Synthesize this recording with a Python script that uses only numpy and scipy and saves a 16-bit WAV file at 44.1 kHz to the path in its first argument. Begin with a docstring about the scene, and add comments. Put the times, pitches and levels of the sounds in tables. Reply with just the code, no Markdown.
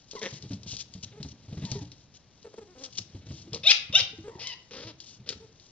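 """Cloth-lined pen in a small room: two small puppies wrestle close to two microphone ports.
Calls: vocal-fold pulses and torn air ring throat resonances, plus mouth resonances if the jaws open.
Claws: decaying noise snaps and skids, and grains rubbed over the weave.
Paws and bodies: low board rings, thuds and slaps, with rumble and creasing around them.
Room: a diffuse noise tail; faint rumble and hiss stay underneath."""
import sys
import numpy as np
from scipy import signal
from scipy.fft import rfft, irfft, next_fast_len
from scipy.io import wavfile
from scipy.ndimage import uniform_filter1d, map_coordinates

SR = 44100
rng = np.random.default_rng(int(sys.argv[2]) if len(sys.argv) > 2 else 0)


def log_audio(samples):
    """Write samples as a 16-bit WAV file to the path given in sys.argv[1]."""
    # one column per channel
    frames = np.atleast_2d(samples).T
    # limit to full scale, then quantise
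    limited = np.clip(frames, -1, 1)
    pcm = np.round(limited * 32767).astype(np.int16)
    wavfile.write(sys.argv[1], SR, pcm)


N = 251811

# Still-room spectrum: freq_hz, gain_db
QUIET_COLOUR = [(20, -13.5), (110, 2), (230, -5.5), (1300, -20.5), (4300, -23), (7000, -31.5),
                (8300, -59.5)]
# Room decay: freq_hz, t60_s
ROOM_T60 = [(100, 0.99), (500, 0.35), (1500, 0.48), (4000, 0.33), (8000, 0.27)]
# Left minus right port: freq_hz, level_db
PORT_LEVEL_DB = [(200, 0.5), (1600, 0.91), (2500, 1.1), (4200, 5.1), (4800, 14.5), (6200, 6.5), (7400, 4.4)]
# Phase by which the left port leads: freq_hz, phase_rad
PORT_LEAD_RAD = [(400, 0), (1000, 1.23), (2300, 0.84), (3800, 0.89), (4800, 2), (6200, 3.5)]

# Fur and claws sliding over the lining, by stroke: start_s, length_s, gain_db
SCRAPE_STROKES = [(0.081, 0.18, -49), (0.249, 0.14, -48.5), (0.482, .08, -53), (0.662, .1, -38.5),
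                  (0.782, 0.046, -37.5), (1.027, 0.023, -37), (1.259, 0.073, -54.5), (1.63, 0.17, -49.5),
                  (1.79, 0.044, -58.5), (2.136, 0.039, -52.5), (2.774, 0.1, -52.5), (2.834, 0.031, -39),
                  (2.901, .13, -50.5), (2.971, 0.022, -31), (3.251, .19, -52.5), (4.977, 0.2, -57)]
# Cloth spectrum under the scrapes: freq_hz, gain_db
CLOTH_COLOUR = [(500, -18.5), (1900, -17), (2900, 0), (4600, 5), (6000, 6.5), (7200, -3), (8300, -22)]
# Lining creasing: freq_hz, gain_db
CREASE_COLOUR = [(200, -12.5), (600, 3), (1000, -12.5), (2000, -6.5), (4000, -2.5), (8000, -34)]
# Spells of light footwork: start_s, end_s, step_gain_db
FOOTWORK_SPELLS = [(0.352, 1.0, -47.5), (1.148, 1.346, -47.5), (1.471, 1.85, -39), (3.24, 3.619, -44),
                   (4.1, 4.451, -44), (4.951, 5.55, -54.5)]
# Paws and bodies landing on the floor board: start_s, gain_db, ring_hz
LANDINGS = [(0.324, -35.5, 134), (0.505, -30, 274.5), (0.528, -33, 189), (0.66, -36, 164),
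            (0.729, -36.5, 120), (0.949, -37.5, 187), (1.032, -36.5, 98.6), (1.2, -33.5, 139),
            (1.246, -31, 147), (1.481, -39, 97.7), (1.527, -33.5, 148), (1.571, -30, 143),
            (1.621, -29.5, 138), (1.715, -24.5, 135.6), (1.757, -33.5, 101.3), (2.982, -34, 101),
            (3.147, -34, 93.4), (3.266, -35, 154.4), (3.304, -33.5, 133), (3.521, -34, 146),
            (3.894, -35.5, 123.2), (4.008, -37.5, 115.5), (4.85, -40.5, 115), (5.198, -42.5, 130),
            (5.351, -42, 85.5)]
# Floor-board spectrum: freq_hz, gain_db
BOARD_COLOUR = [(40, -42), (75, 3), (130, 6), (300, -8), (500, -20), (900, -25), (2000, -43)]
# Claws catching on lining and floor: start_s, gain_db
CLAW_CATCHES = [(0.1122, -32), (0.23, -29), (0.4243, -36), (0.5329, -35), (0.633, -38), (0.7671, -28),
                (0.9386, -35), (1.2295, -30.5), (1.6516, -31), (1.7162, -23), (1.918, -37), (2.429, -45.5),
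                (2.576, -50.5), (3.5322, -26), (3.546, -23.5), (4.4716, -25), (5.003, -32.5), (5.2902, -19),
                (5.5983, -45)]
# Claw-contact spectrum: freq_hz, gain_db
CLAW_SPECTRUM = [(600, -31), (1900, -30.5), (2800, -3.5), (4500, 11), (6000, 5.5), (7300, -7.5),
                 (8300, -49)]

# Muffled calls: start_s, length_s, pitch_hz, roughness_0_1, throat_db
WHIMPER_CALLS = [(.158, 0.03, 1044, .12, -42), (1.63, .1, 920, 0.3, -57.5), (1.735, 0.098, 903, 0.1, -56),
                 (4.3, .1, 927, .6, -56.5)]
GRUNT_CALLS = [(.13, 0.067, 433, .4, -49), (1.13, 0.092, 426.4, 0.058, -53),
               (2.443, .018, 470.6, 0.22, -41.5), (2.464, 0.018, 452, 0.21, -40.5),
               (2.533, 0.018, 440, 0.49, -49), (2.578, .02, 452, .3, -44), (2.613, 0.023, 431, 0.14, -45),
               (2.67, .075, 370, .05, -56), (2.75, 0.14, 263, 0.21, -52.5), (4.238, 0.046, 431, 0.12, -44),
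               (4.273, 0.03, 471, 0.25, -41.5), (5.4, 0.065, 450.3, 0.2, -54)]
# Open-mouthed calls: start_s, length_s, pitch_hz, roughness_0_1, throat_db, mouth_db
GROWL_CALLS = [(3.527, 0.056, 162.2, 0.36, -41.5, -46.5), (4.706, 0.14, 268.8, .38, -45.5, -43.5),
               (4.826, .095, 321, 0.23, -48.5, -47), (5.26, 0.086, 513.8, .55, -49, -43.5)]
SNARL_CALLS = [(.213, 0.07, 209.6, 0.45, -36.5, -35.5)]
WHINE_CALLS = [(4.392, 0.055, 882, .75, -57, -40), (4.443, .1, 1020, .3, -55, -39.5)]
# Yelps: start_s, length_s, top_pitch_hz, top_time_s, jaws_open_s, voice_break_s,
# mouth_db, accent_db, fade_db (event times count from start_s)
YELP_CALLS = [(3.633, 0.088, 885, .1, 0.038, .072, -16, 2, -4),
              (3.924, 0.089, 788, .058, .031, .064, -17.5, 7, 7.5)]
# Throat resonances: freq_hz, gain_db
THROAT_COLOUR = [(90, -20), (200, -4.5), (330, -4), (480, 6), (680, -14), (1100, -11.5), (1700, -17.5),
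                 (4000, -44)]
GRUNT_COLOUR = [(120, -12), (260, -9), (450, -2.5), (700, -14), (1250, -21.5), (2000, -25.5), (4000, -34)]
TIGHT_COLOUR = [(250, -25), (500, 8), (800, 2.5), (1100, 1.5), (1500, -19), (2000, -4.5), (3500, -50)]
# Mouth resonances by mouth shape: freq_hz, gain_db
WIDE_COLOUR = [(700, -46.5), (1400, -27), (2100, -22), (2600, 4.5), (3000, -15), (3700, 9), (4200, -7.5),
               (4900, -21.5), (5650, -12.5), (6300, -28.5), (7200, -21), (8200, -53)]
NARROW_COLOUR = [(800, -50), (1500, -8.5), (2150, -18), (2800, 12), (3250, 0), (3700, 16), (4300, -21.5),
                 (5000, -12.5), (5500, -1), (6300, -5), (6900, -21), (8200, -38)]
WHINE_COLOUR = [(900, -41.5), (2000, 3.5), (3000, 13), (3700, 1), (5000, 6.5), (6000, -5), (8000, -49)]
SNARL_COLOUR = [(800, -21), (1400, -8), (1800, 11.5), (2400, 3), (3500, 6), (4500, -11), (6000, 2),
                (8000, -22.5)]
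GROWL_COLOUR = [(700, -26), (1300, 2), (2200, 0), (3200, 1.5), (5000, 2.5), (6200, -2.5), (8000, -28.5)]
# Air spectrum of the high open calls: freq_hz, gain_db
SCREECH_COLOUR = [(700, -40), (1900, -6), (2700, 1), (3800, -1.5), (5300, 4), (7000, -16.5), (8200, -50.5)]

TOP_HZ = 8400  # upper band limit
YELP_SCOOP, YELP_THROAT_DB = .48, -41.5  # scoop: share below top pitch at the start
SHUT_DB, PARTING_DB = -21, -15.5  # mouth gain at the start, just before the jaws fly open
JAW_S, SETTLE_S, BREAK_S = 0.015, 0.0085, 0.016  # jaws open, accent passes, voice breaks
ONSET_ROUGH, CLEAR_ROUGH, BROKEN_ROUGH = .55, 0.076, .87  # yelp roughness, 0-1
WAVER_OCTAVES, WAVER_DB, WAVER_RATE_HZ = .025, 1.5, 70  # pitch and level unsteadiness
YELP_FLUTTER_DB = .8
GRUNT_RASP = 3.2


def amp(db):
    """Decibels to gain."""
    return 10 ** (np.asarray(db) / 20)


def unit(x):
    """Scale to rms 1."""
    return x / np.sqrt(np.mean(x ** 2) + 1e-20)


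def along(points, hz):
    """(freq_hz, value) points interpolated over log frequency."""
    f, v = np.transpose(points)
    return np.interp(np.log(hz + 1), np.log(f + 1), v)


def wobble(rate_hz, n):
    """Smooth random curve of n samples, rate_hz knots a second."""
    knots = rng.standard_normal(int(n * rate_hz / SR) + 4)
    return map_coordinates(knots, [np.arange(n) * rate_hz / SR])


def filtered(x, response):
    """x times a complex frequency response."""
    n = x.shape[-1]
    m = next_fast_len(n + 4096)
    return irfft(rfft(x, m) * response(np.fft.rfftfreq(m, 1 / SR)), m)[..., :n]


def coloured(x, points, size=2048):
    """x through a causal minimum-phase filter of the given spectrum."""
    cepstrum = irfft(np.log(amp(along(points, np.fft.rfftfreq(size, 1 / SR)))))
    cepstrum[1:size // 2] *= 2
    cepstrum[size // 2 + 1:] = 0
    impulse = irfft(np.exp(rfft(cepstrum)))
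    return signal.fftconvolve(x, impulse)[:len(x)]


def noise(points, n):
    """Coloured noise of rms 1."""
    return unit(filtered(rng.standard_normal(n), lambda hz: amp(along(points, hz))))


def held(x, window_s):
    """x with its short-time rms held at 1."""
    return x / np.sqrt(np.abs(uniform_filter1d(x * x, int(window_s * SR))) + 1e-12)


def add(track, start_s, sound):
    """Mix a sound into the track from start_s."""
    part = track[max(round(start_s * SR), 0):][:len(sound)]
    part += sound[:len(part)]


def still_room(level_db=-62, apart_db=-6):
    """Faint rumble and hiss, partly shared by the ports."""
    shared = noise(QUIET_COLOUR, N)
    separate = np.array([noise(QUIET_COLOUR, N), noise(QUIET_COLOUR, N)])
    return amp(level_db) * (shared + amp(apart_db) * separate)


def room(x, gap_s=0.0018):
    """Diffuse wall response: decaying noise, its bass alike at both ports."""
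    hz, t, z = signal.stft(rng.standard_normal((2, SR // 2)), SR, nperseg=256)
    apart = np.clip(hz / 1800, 0, 1)[:, None]
    z = np.array([z[0] + apart * z[1], z[0] - apart * z[1]]) / np.sqrt(1 + apart ** 2)
    decay = amp(-60 * t / along(ROOM_T60, hz)[:, None])
    tail = signal.istft(z * decay, SR, nperseg=256)[1]
    tail *= 1 - np.exp(-(np.arange(tail.shape[1]) / SR / gap_s) ** 2)
    return signal.fftconvolve(x[None], tail / np.linalg.norm(tail[0]), axes=1)[:, :N]


def rubbing(fur_db=-63, grain_db=2.0, catch_db=3.0, roundness=0.4, lateness=1.39):
    """Claws stick and slip over the weave in tiny grains; fur brushes faintly throughout."""
    pressure = amp(fur_db + 4 * wobble(12, N))
    for start_s, length_s, db in SCRAPE_STROKES:
        place = np.linspace(0, 1, int(length_s * SR))
        stroke = np.abs(np.sin(np.pi * place ** lateness)) ** roundness
        add(pressure, start_s, amp(db) * stroke)
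    unevenness_db = grain_db * wobble(900, N) + catch_db * wobble(90, N)
    slips = rng.standard_normal(N) * amp(unevenness_db)
    return pressure * held(coloured(slips, CLOTH_COLOUR), .035)


def shuffling(landings, level_db=-9, lumps_db=3, roll_s=0.23, crease_db=-23, creases_db=5):
    """Around each landing, rolling bodies rumble the board and crease the lining."""
    weight = np.sqrt(np.abs(uniform_filter1d(landings ** 2, int(roll_s * SR))))
    rumble = amp(level_db + lumps_db * wobble(40, N)) * noise(BOARD_COLOUR, N)
    creases = amp(crease_db + creases_db * wobble(70, N)) * noise(CREASE_COLOUR, N)
    return weight * (rumble + creases)


def light_steps(scatter_db=6.0, ring_hz=270, spread=.3, count=5):
    """Paws patter unevenly through each spell: rows of start_s, gain_db, ring_hz."""
    steps = []
    for start_s, end_s, db in FOOTWORK_SPELLS:
        times_s = start_s + (end_s - start_s) * (np.arange(count) + rng.random(count)) / count
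        for step_s, (weight, place) in zip(times_s, rng.standard_normal((count, 2))):
            steps.append((step_s, db + scatter_db * weight, ring_hz * np.exp(spread * place)))
    return steps


def thumps(t60_s=0.12, attack_s=0.0046, ring_db=2, thud_db=-1, slap_db=-11, slap_t60_s=0.045):
    """Soft paws slap the lining and push the board into a few low cycles with a dull thud."""
    out, t = np.zeros(N), np.arange(SR // 4) / SR
    for start_s, db, hz in LANDINGS + light_steps():
        ring = amp(ring_db) * np.sin(2 * np.pi * hz * t)
        thud = amp(thud_db) * held(noise(BOARD_COLOUR, len(t)), 0.057)
        slap = amp(slap_db - 60 * t / slap_t60_s) * noise(CREASE_COLOUR, len(t))
        attack = 1 - np.exp(-t / attack_s)
        add(out, start_s, amp(db) * attack * (amp(-60 * t / t60_s) * (ring + thud) + slap))
    return out


def claws(snap_t60_s=0.015, skid_t60_s=0.13, skid_db=-11, tick_db=-3.0):
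    """Each claw snaps free and skids on for a moment."""
    out, t = np.zeros(N), np.arange(SR // 8) / SR
    for start_s, db in CLAW_CATCHES:
        snap = amp(-60 * t / snap_t60_s)
        skid = amp(skid_db - 60 * t / skid_t60_s + 2.0 * wobble(500, len(t)))
        contact = amp(tick_db) * held(noise(CLAW_SPECTRUM, len(t)), 0.00053)
        add(out, start_s, amp(db) * (snap + skid) * contact)
    return out


def folds(pitch_hz, rough, jitter, rasp, count=44):
    """Vocal-fold pulses, air torn through them once a cycle, and the air's power share."""
    n, k = len(pitch_hz), np.arange(1, count + 1)[:, None]
    # strained folds lose their timing
    unsteady_hz = pitch_hz * (1 + jitter * rough * wobble(400, n))
    phase = 2 * np.pi * np.cumsum(unsteady_hz) / SR
    pulses = unit(np.sum(np.cos(k * phase) * (k * pitch_hz < TOP_HZ), axis=0))
    air = unit(rng.standard_normal(n) * (1 + np.cos(phase)))
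    return pulses, air, np.clip(rasp * rough ** 2, 0, 1)


def sounded(pulses, air, share, tone_colour, air_colour):
    """Pulses and air through their resonances, mixed at a steady rms near 1."""
    tone = held(coloured(pulses, tone_colour), 0.033)
    hiss = held(coloured(air, air_colour), 0.011)
    return np.sqrt(1 - share) * tone + np.sqrt(share) * hiss


def muffled_calls(calls, throat, jitter, flutter_db, rasp):
    """Jaws shut or full of fur: only the throat rings."""
    out = np.zeros(N)
    for start_s, gate, pitch_hz, rough, db in calls:
        source = folds(pitch_hz, rough, jitter, rasp)
        call = amp(db) * sounded(*source, throat, throat)
        flutter = amp(flutter_db * rough * wobble(230, len(gate)))
        add(out, start_s, gate * call * flutter)
    return out


def open_calls(calls, throat, mouth, air_colour, jitter, flutter_db, rasp):
    """The folds ring the throat and the bright resonances of the open mouth."""
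    out = np.zeros(N)
    for start_s, gate, pitch_hz, rough, throat_db, mouth_db in calls:
        source = folds(pitch_hz, rough, jitter, rasp)
        throat_sound = amp(throat_db) * sounded(*source, throat, throat)
        mouth_sound = amp(mouth_db) * sounded(*source, mouth, air_colour)
        flutter = amp(flutter_db * rough * wobble(212, len(gate)))
        add(out, start_s, gate * (throat_sound + mouth_sound) * flutter)
    return out


def span(length_s, fade_s):
    """Time since a call's start, and its soft-edged gate."""
    t = np.arange(int(length_s * SR)) / SR
    return t, np.clip(np.minimum(t, length_s - t) / fade_s, 0, 1)


def pushes(rows, swell_db, bend_oct, slide_oct, fade_s):
    """Each call is an unsteady arch of effort: level and pitch follow it while pitch drifts."""
    for start_s, length_s, hz, rough, *levels_db in rows:
        t, gate = span(length_s, fade_s)
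        place = 2 * t / length_s - 1  # -1 at the start, 1 at the end
        slack, waver = place ** 2, wobble(WAVER_RATE_HZ, len(t))
        octaves = slide_oct * place / 2 - bend_oct * slack + WAVER_OCTAVES * waver
        arched_db = [db - swell_db * slack + WAVER_DB * waver for db in levels_db]
        yield start_s, gate, hz * 2 ** octaves, rough, *arched_db


def yelp(start_s, length_s, top_hz, top_s, open_s, break_s, db, accent_db, fade_db):
    """Pitch scoops up, jaws fly open with an accent, the clear voice breaks into a screech."""
    t, gate = span(length_s, fade_s=0.001)
    parting_s = open_s - JAW_S
    pitch_hz = top_hz * (1 - YELP_SCOOP * (1 - t / top_s) ** 2)
    mouth_db = db + np.interp(t, [0, parting_s, open_s, open_s + SETTLE_S, length_s],
                              [SHUT_DB, PARTING_DB, accent_db, 0, -fade_db])
    rough = np.interp(t, [0, parting_s, break_s - BREAK_S / 2, break_s + BREAK_S / 2],
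                      [ONSET_ROUGH, CLEAR_ROUGH, CLEAR_ROUGH, BROKEN_ROUGH])
    throat_db = YELP_THROAT_DB + SHUT_DB * np.clip(1 - t / parting_s, 0, 1)
    return start_s, gate, pitch_hz, rough, throat_db, mouth_db


def grumbles():
    """Low calls: throat-only grunts, an open snarl and open growls."""
    grunts = muffled_calls(
        pushes(GRUNT_CALLS, swell_db=5.5, bend_oct=.1, slide_oct=-0.025, fade_s=0.0015),
        GRUNT_COLOUR, jitter=0.15, flutter_db=11.5, rasp=GRUNT_RASP)
    snarl = open_calls(
        pushes(SNARL_CALLS, swell_db=6, bend_oct=0.027, slide_oct=-0.34, fade_s=0.0029),
        THROAT_COLOUR, SNARL_COLOUR, SNARL_COLOUR, jitter=0.23, flutter_db=3, rasp=2.3)
    growls = open_calls(
        pushes(GROWL_CALLS, swell_db=6, bend_oct=.17, slide_oct=-.05, fade_s=0.005),
        THROAT_COLOUR, GROWL_COLOUR, GROWL_COLOUR, jitter=0.17, flutter_db=5.5, rasp=3.1)
    return grunts + snarl + growls


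def cries():
    """High calls: two yelps that break into a screech, open whines and throat-only whimpers."""
    first = open_calls(
        [yelp(*YELP_CALLS[0])], TIGHT_COLOUR, WIDE_COLOUR, SCREECH_COLOUR,
        jitter=0.045, flutter_db=YELP_FLUTTER_DB, rasp=2.0)
    second = open_calls(
        [yelp(*YELP_CALLS[1])], TIGHT_COLOUR, NARROW_COLOUR, SCREECH_COLOUR,
        jitter=.03, flutter_db=YELP_FLUTTER_DB, rasp=1.2)
    whines = open_calls(
        pushes(WHINE_CALLS, swell_db=1.5, bend_oct=0.11, slide_oct=-.03, fade_s=.004),
        TIGHT_COLOUR, WHINE_COLOUR, SCREECH_COLOUR, jitter=.13, flutter_db=2, rasp=2.0)
    whimpers = muffled_calls(
        pushes(WHIMPER_CALLS, swell_db=5, bend_oct=0.049, slide_oct=-0.36, fade_s=.006),
        TIGHT_COLOUR, jitter=0.12, flutter_db=7, rasp=0.69)
    return first + second + whines + whimpers


def scene():
    """Direct sound with a phase difference between the ports, room response and still room."""
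    landings = thumps()
    floor = landings + shuffling(landings)
    scratch = claws() + rubbing()
    low, high = grumbles(), cries()

    def lead(hz):
        return np.exp(1j * along(PORT_LEAD_RAD, hz) * np.array([[.5], [-.5]]))

    direct = filtered(high + low + scratch + floor, lead)
    calls_sent = amp(-6.5) * high + amp(-11) * low
    contact_sent = amp(-13.5) * scratch + amp(-14.0) * floor
    return direct + room(calls_sent + contact_sent) + still_room()


def record(dry):
    """Right port shaded in the treble; peaks rounded off, nothing kept above TOP_HZ."""
    def ports(hz):
        pair = amp(along(PORT_LEVEL_DB, hz) * np.array([[.5], [-.5]]))
        return pair / np.sqrt(np.mean(pair ** 2, axis=0))

    heard = filtered(dry, ports)
    rounded = heard / (1 + np.abs(heard / .82) ** 8) ** (1 / 8)
    return filtered(rounded, lambda hz: hz < TOP_HZ)


dry = scene()
out = record(dry)
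log_audio(out)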